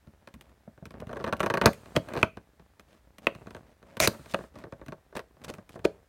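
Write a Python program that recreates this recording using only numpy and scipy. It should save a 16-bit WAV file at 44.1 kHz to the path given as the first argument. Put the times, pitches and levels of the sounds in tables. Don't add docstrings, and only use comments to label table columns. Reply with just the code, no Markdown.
import sys
import numpy as np
from scipy import signal
from scipy.fft import rfft, irfft
from scipy.io import wavfile

SR = 44100
rng = np.random.default_rng(int(sys.argv[2]) if len(sys.argv) > 2 else 0)


def materialize(psi):
    bounded = np.clip(np.atleast_2d(psi).T, -1, 1)
    quanta = np.round(bounded * 32767).astype(np.int16)
    wavfile.write(sys.argv[1], SR, quanta)


N = 268128
TIME = np.arange(N) / SR
CUTOFF_HZ = 16000


# [t/s, body level/dB, thud, panel, flap and crack level/dB over the body,
#  bounce level/dB over the ring, hollow (body) bounce f/Hz, edge (flap) bounce f/Hz]
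PANEL_SNAPS = [(1.6585, -13, -1.5, -2, -11.5, -5, 2.8, 489, 2647),
               (1.964, -19.5, -3, -8, -7, -13, 2.3, 520, 3340),
               (2.2294, -21.5, -1.5, 2.5, 5.5, -14, 2.8, 520, 2480),
               (3.269, -22, -10.5, -3, 3, -16.5, 3.9, 539, 2640),
               (4.0015, -22, -11.5, -4.5, -5, 0, 1.7, 662, 2540),
               (4.0742, -21, -2.5, -2.5, -6, 1, 1, 415, 2640),
               (4.3443, -23.5, -12, -2.5, -8, -19, 2.8, 690, 2570),
               (5.8516, -15, -12.5, -18, -17, -21.5, 4.3, 407, 2430)]


def snaps():
    rows = np.array(PANEL_SNAPS)
    pitches = patch_pitches(rows, octaves=.15)
    bounce_db, pitches[:, 1], pitches[:, 3] = rows[:, -3:].T
    sound = strike(rows[:, :-3], pitches, damping=1.2, crush_s=0.00038,
                   bounce_db=bounce_db[:, None], flex_db=-2, fine_db=3.5)
    return from_db(-1.08) * sound


# [t/s, body level/dB before the trim in creak()]
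FLAP_SLIPS = [(1.093, -40), (1.112, -42.5), (1.130, -37.5), (1.159, -40.5), (1.169, -37.5), (1.200, -40),
              (1.210, -39.5), (1.2415, -31), (1.265, -35), (1.277, -33.5), (1.291, -37.5), (1.3259, -28.5),
              (1.3317, -34), (1.4038, -27), (1.4306, -29.5), (1.4388, -33), (1.4616, -28.5), (1.5008, -28),
              (1.508, -33.5), (1.5392, -27.5), (1.551, -33), (1.5726, -28.5), (1.614, -26), (1.619, -32.5),
              (1.6388, -33.5), (1.6651, -24.5), (1.675, -29.5)]
# [level/dB over the body in a firm slip, dB gained per dB of force]
FORCE_COLOUR = [(-4.5, -0.07), (0, .5), (-10, 1.06), (-15.5, 0.73)]
FIRM_SLIP_DB = -28.5
STUTTER_S, STUTTER_LOSS_DB = 0.0053, 5.5


def creak():
    slips = np.array(FLAP_SLIPS)
    firm_db, per_db = np.transpose(FORCE_COLOUR)
    colour_db = firm_db + per_db * (slips[:, 1:] - FIRM_SLIP_DB)
    rows = repeated(np.c_[slips, colour_db], STUTTER_S, STUTTER_LOSS_DB)
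    pitches = patch_pitches(rows, octaves=.45)
    sound = strike(rows, pitches, damping=0.94, crush_s=.00015, bounce_db=-1.0, flex_db=-0.5, fine_db=3.5)
    return from_db(-0.16) * sound


# [t/s, body level/dB, thud of the pad level/dB over the body, brightness of the nail/dB]
FINGER_TOUCHES = [(0.072, -62, 16, -13), (0.274, -49.5, -2, -9.5), (0.340, -59, 11.5, -2),
                  (0.359, -68.5, 19, -18), (0.410, -59.5, 0, 0.5), (0.676, -47.5, 5, -56),
                  (0.777, -56, 2.5, -22), (0.824, -50.5, 10, -50), (0.855, -49, 6.5, -6.5),
                  (0.907, -52, 2, -10), (0.940, -48.5, 3.5, -22.5), (1.002, -53.5, 12, -5.5),
                  (1.021, -38.5, -3, -46), (1.070, -56.5, 17.5, -7.5), (1.367, -59, -5, -1),
                  (1.396, -47, -3, -8), (1.731, -61.5, 0, 9.5), (1.858, -54.5, -2, -9),
                  (2.087, -45.5, -17, -11.5), (2.136, -40, -1, -11), (2.153, -32.5, -12, -27),
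                  (2.165, -32.5, -2.5, -19), (2.174, -33.5, -8, -14.5), (2.19, -43, -4, -14),
                  (2.371, -43.5, 3, -18), (2.596, -57, 3, -16.5), (2.796, -55.5, -0.5, -5.5),
                  (3.183, -57, 4.5, -0.5), (3.350, -51.5, 6.5, -8.5), (3.470, -45.5, 2.5, -16.5),
                  (3.507, -51.5, -1, -10.5), (3.548, -43.5, -1.5, -15), (3.565, -48, -6.5, -16.5),
                  (3.828, -55, -2.5, -15.5), (3.969, -42, 1, -9), (4.146, -47.5, -2, -20),
                  (4.193, -54, 10.5, -29), (4.259, -54, -18, -8.5), (4.338, -39.5, 5.5, -9),
                  (4.389, -40.5, -2, -25), (4.408, -44.5, -8.5, -33), (4.438, -48, -2, -26.5),
                  (4.556, -48.5, 4, -15.5), (4.587, -58.5, 9, -4), (4.639, -43, -1.5, -21.5),
                  (4.668, -47, -8, -44), (4.724, -42, 0.5, -20), (4.814, -45.5, -3.5, -26.5),
                  (4.862, -58, 7.5, -5), (4.883, -46.5, 8.5, -11), (4.922, -39.5, -4, -19.5),
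                  (5.126, -50.5, -12.5, -27), (5.153, -45, -8, -12.5), (5.170, -38, -16, -10),
                  (5.193, -39.5, -13.5, -13), (5.368, -60, 0, -21.5), (5.417, -59.5, 8, -11.5),
                  (5.446, -50, -7.5, -9), (5.496, -38.5, -16, -36), (5.5385, -50.5, 1, -5),
                  (5.584, -47.5, 5, -20.5), (5.692, -58.5, 2, -1.5), (5.756, -42.5, -1, -32),
                  (5.774, -47, -14, -55), (5.792, -54, 6, -14)]
# [level/dB over the body, share of the brightness]
NAIL_COLOUR = [(1.5, 0.3), (3, 1.0), (0.5, 1.0)]
SETTLE_S, SETTLE_LOSS_DB = 0.01, 12


def touches():
    taps = repeated(FINGER_TOUCHES, SETTLE_S, SETTLE_LOSS_DB)
    base_db, share = np.transpose(NAIL_COLOUR)
    rows = np.c_[taps[:, :3], base_db + share * taps[:, 3:]]
    pitches = patch_pitches(rows, octaves=.4)
    sound = strike(rows, pitches, damping=0.99, crush_s=.0007, bounce_db=-3, flex_db=2.0, fine_db=1.5)
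    return from_db(0.48) * sound


def repeated(rows, gap_s, loss_db):
    first = np.array(rows, float)
    again = first.copy()
    again[:, 0] += gap_s * rng.uniform(.7, 1.3, len(first))
    again[:, 1] -= loss_db
    return np.vstack([first, again])


# [bounce f/Hz, bounce t60/s, bending-wave t60/s]
CARD_PATCH = [(220, .028, .075), (480, .014, .05), (1300, .008, .033), (2500, .007, .022),
              (4100, .003, .024)]


def patch_pitches(contacts, octaves):
    size = rng.uniform(-1, 1, (len(contacts), len(CARD_PATCH)))
    return np.array(CARD_PATCH)[:, 0] * 2 ** (octaves * size)


REGISTER_EDGES = [55, 280, 750, 1900, 3300, 15900]
# [f/Hz, level/dB relative within its register, t60/s at damping 1]
BOX_MODES = [(61, -13, 0.04), (116, -5, 0.04), (204.5, 6, 0.037), (266.2, 0, 0.034), (352, -0.5, 0.099),
             (372, -6.5, 0.048), (457, 5, 0.038), (591, 10.5, 0.021), (648.7, 2, 0.074), (925, -5, 0.054),
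             (996, -3.5, 0.018), (1117, 0, 0.034), (1620, -5, 0.014), (1570, 0.5, 0.018), (1810, -4, 0.018),
             (1980, 5, 0.011), (2480, 1.5, 0.024), (2500, -9.5, 0.006), (3550, -2.5, 0.011),
             (4070, -1, 0.0075), (6070, -6, 0.0063), (8800, -3.5, .002)]
SCATTER_DB = 3
SOFTNESS = 0.62


def strike(rows, pitches, damping, crush_s, bounce_db, flex_db, fine_db):
    t = np.arange(SR // 10) / SR
    levels = rows[:, 1:2] + np.insert(rows[:, 2:], 1, 0, axis=1)
    crush = 1 - np.exp(-t / crush_s)
    sounds = np.zeros((len(rows), len(t)))
    for k, (low, high) in enumerate(zip(REGISTER_EDGES, REGISTER_EDGES[1:])):
        _, bounce_t60, flex_t60 = CARD_PATCH[k]
        bounce = np.sin(2 * np.pi * pitches[:, k:k + 1] * t) * dying(t, bounce_t60)

        hz, db, t60 = np.transpose([mode for mode in BOX_MODES if low <= mode[0] < high])
        modes = np.sin(2 * np.pi * hz[:, None] * t) * dying(t * damping, t60[:, None])
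        strengths = from_db(db + SCATTER_DB * rng.standard_normal((len(rows), len(hz))))
        ring = (strengths * rng.choice([-1, 1], strengths.shape)) @ modes

        wash = rng.standard_normal(sounds.shape) * crush * dying(t * damping, flex_t60)
        flex = band(wash, low, high, order=1)
        is_crack = high == REGISTER_EDGES[-1]
        wash_db = fine_db + SOFTNESS * rows[:, -1:] if is_crack else flex_db

        wave = unit_energy(ring)
        wave = wave + from_db(bounce_db) * unit_energy(bounce)
        wave = wave + from_db(wash_db) * unit_energy(flex)
        sounds += (-1) ** k * from_db(levels[:, k:k + 1]) * unit_energy(band(wave, low, high))
    sounds *= np.sqrt(SR / 100)
    out = np.zeros(N + len(t))
    for s, sound in zip(rows[:, 0], sounds):
        start = round(s * SR)
        out[start:start + len(t)] += sound
    return out[:N]


# [t/s, level/dB]
TAB_DRAG = [(3.995, -50), (4.004, -29), (4.016, -25.5), (4.026, -24.5), (4.046, -21.5), (4.054, -25.5),
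            (4.072, -38.5), (4.08, -85.5)]
# [f/Hz, relative level/dB per Hz]
TAB_COLOUR = [(60, -2.5), (130, -3), (400, -7), (640, 0), (850, -11.5), (1600, -10), (2400, -2),
              (3100, -14), (4800, -15.5), (6000, -8.5), (7500, -15), (9500, -16), (15500, -29.5)]


def tab_rasp():
    moving = (TIME > TAB_DRAG[0][0]) & (TIME < TAB_DRAG[-1][0])
    catching = from_db(2.2 * rms_one(band(rng.standard_normal(N), 60, 260, order=2)))
    grain = coloured(catching * fibres(per_s=16000, spread_db=1.0), TAB_COLOUR)
    return moving * gain_curve(TAB_DRAG) * grain


# [start t/s,
# end t/s, mid-stroke level/dB, treble gain/dB]
RUB_STROKES = [(0.436, 0.535, -62, -10), (1.074, 1.29, -51, -10.5), (1.384, 1.5, -50.5, -4),
               (1.627, 1.696, -24.5, -43), (1.953, 1.985, -27, -10.5), (2.074, 2.177, -40.5, -39),
               (2.146, 2.256, -40.5, -7.5), (2.865, 2.996, -61, -3.5), (3.214, 3.3, -53, -4.5),
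               (3.63, 3.75, -61, -8), (3.847, 3.981, -55.5, -9), (4.057, 4.166, -45, -17),
               (4.288, 4.332, -55, 10.5), (4.537, 4.652, -51.5, -8), (5.149, 5.188, -38, -6.5),
               (5.437, 5.457, -47.5, 8.5), (5.481, 5.512, -37, -1.5), (5.702, 5.775, -72.5, 17),
               (5.843, 5.862, -28, -5.5)]
# [f/Hz, relative level/dB per Hz]
RUB_COLOUR = [(50, -5.5), (120, -6), (220, 1.5), (400, -4), (620, 1), (820, -9), (1200, -10), (2500, -13),
              (4500, -17.5), (9000, -23.5), (15000, -33.5)]
RUB_CATCH_DB = 3


def rubbing():
    catching = from_db(RUB_CATCH_DB * rms_one(band(rng.standard_normal(N), 30, 180, order=2)))
    grain = coloured(catching * fibres(per_s=4000, spread_db=1.2), RUB_COLOUR)
    dull = signal.sosfiltfilt(signal.butter(2, 2200, fs=SR, output="sos"), grain)
    treble = grain - dull
    out = np.zeros(N)
    for start, end, level_db, bright_db in RUB_STROKES:
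        progress = np.clip((TIME - start) / max(end - start, .005), 0, 1)
        pressure = np.sqrt(np.abs(np.sin(np.pi * progress)))
        out += from_db(level_db) * pressure * (dull + from_db(bright_db) * treble)
    return out


# [start t/s, end t/s, rustle of skin level/dB, hiss of sliding card level/dB]
HAND_SHIFTS = [(0.906, 1.68, -56, -87), (1.675, 2.25, -55.5, -63), (3.3, 3.62, -57.5, -70.5),
               (4.05, 4.47, -64.5, -60.5), (4.548, 4.95, -69.5, -80.5), (5.416, 5.602, -54, -69),
               (5.7, 5.994, -62, -78.5)]
# [f/Hz, relative level/dB per Hz]
SKIN_COLOUR = [(40, -6.5), (70, 7.5), (130, 5), (250, 2), (600, -2), (850, -5.5), (1400, -13), (2600, -23),
               (4000, -37.5), (15000, -54.5)]
# [f/Hz, relative level/dB per Hz]
SLIDE_COLOUR = [(100, -27), (1200, 9.5), (2600, 0.5), (4200, 0.5), (5500, -4.5), (9000, -1.5),
                (10500, -9.5), (15500, -10.5)]
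SHIFT_FADE_S, RESTING_DB = 0.078, -66


def handling():
    rustle, hiss = from_db(RESTING_DB), 0
    for start, end, rustle_db, hiss_db in HAND_SHIFTS:
        moving = np.clip(.5 + np.minimum(TIME - start, end - TIME) / SHIFT_FADE_S, 0, 1)
        rustle = rustle + from_db(rustle_db) * moving
        hiss = hiss + from_db(hiss_db) * moving
    skin = rustle * coloured(fibres(per_s=1400, spread_db=5.5), SKIN_COLOUR)
    slide = hiss * coloured(rng.standard_normal(N), SLIDE_COLOUR)
    return skin + slide


def fibres(per_s, spread_db):
    caught = rng.random(N) < per_s / SR
    force = from_db(spread_db * np.minimum(rng.exponential(1, N), 4))
    return caught * rng.standard_normal(N) * force


# [centre f/Hz, t60/s, level/dB relative to the direct sound]
ROOM_ECHO = [(141, 0.27, -15.5), (320, 0.13, -18), (520, 0.21, -10.5), (785, 0.14, -14),
             (1580, 0.15, -15.5), (2440, 0.29, -23.5), (3580, 0.16, -17), (9000, 0.28, -20)]


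def room(x):
    t = np.arange(SR // 2) / SR
    centres = np.array(ROOM_ECHO)[:, 0]
    edges = np.r_[centres[0] / 2, np.sqrt(centres[1:] * centres[:-1]), CUTOFF_HZ]
    build_up = np.clip((t - .004) / 0.0021, 0, 1)
    echo = np.zeros(len(t))
    for (_, t60, db), low, high in zip(ROOM_ECHO, edges, edges[1:]):
        tail = unit_energy(band(rng.standard_normal(len(t)) * build_up * dying(t, t60), low, high))
        echo += from_db(db) * np.sqrt(2 * (high - low) / SR) * tail
    return signal.fftconvolve(x, echo)[:N]


# [f/Hz, relative level/dB per Hz]
AIR_COLOUR = [(15, -47), (25, -17), (37, -14.5), (59, 4), (183, -28), (537, -32), (1450, -34), (1570, -29),
              (2920, -39.5), (3530, -36), (5010, -45.5), (6380, -49.5), (15500, -45.5)]


def still_air():
    return from_db(-66) * coloured(rng.standard_normal(N), AIR_COLOUR)


def mains_hum():
    return from_db(-73.5) * np.sqrt(2) * np.sin(2 * np.pi * 60 * TIME)


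# [f/Hz, relative level/dB per Hz]
HISS_COLOUR = [(350, -32.5), (600, -1), (1420, -2), (1770, -0.5), (2630, -7.5), (4130, -9.5), (15800, -16)]


def microphone_hiss():
    return from_db(-73.5) * coloured(rng.standard_normal(N), HISS_COLOUR)


def from_db(db):
    return 10 ** (np.asarray(db) / 20)


def unit_energy(x):
    return x / np.sqrt(np.sum(x ** 2, axis=-1, keepdims=True) + 1e-20)


def rms_one(x):
    return x / np.sqrt(np.mean(x ** 2) + 1e-20)


def dying(t, t60):
    return np.exp(-np.log(1000) * t / t60)


def gain_curve(rows):
    return from_db(np.interp(TIME, *np.transpose(rows)))


def band(x, low_hz, high_hz, order=3):
    edges = [low_hz, min(high_hz, SR / 2 - 1)]
    return signal.sosfilt(signal.butter(order, edges, "band", fs=SR, output="sos"), x)


def coloured(x, spectrum):
    hz, db = np.transpose(spectrum)
    bins = np.maximum(np.fft.rfftfreq(N, 1 / SR), 1)
    gain = from_db(np.interp(np.log(bins), np.log(hz), db))
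    gain = gain * np.minimum(bins / hz[0], 1) ** 2
    return rms_one(irfft(rfft(x) * gain, N))


def scene():
    box = snaps() + creak() + touches() + tab_rasp() + rubbing() + handling()
    background = still_air() + mains_hum() + microphone_hiss()
    return (box + room(box) + background)[None]


def record(dry):
    rounded = np.tanh(dry)
    return signal.sosfilt(signal.ellip(10, .1, 80, CUTOFF_HZ, fs=SR, output="sos"), rounded)


dry = scene()
out = record(dry)
materialize(out)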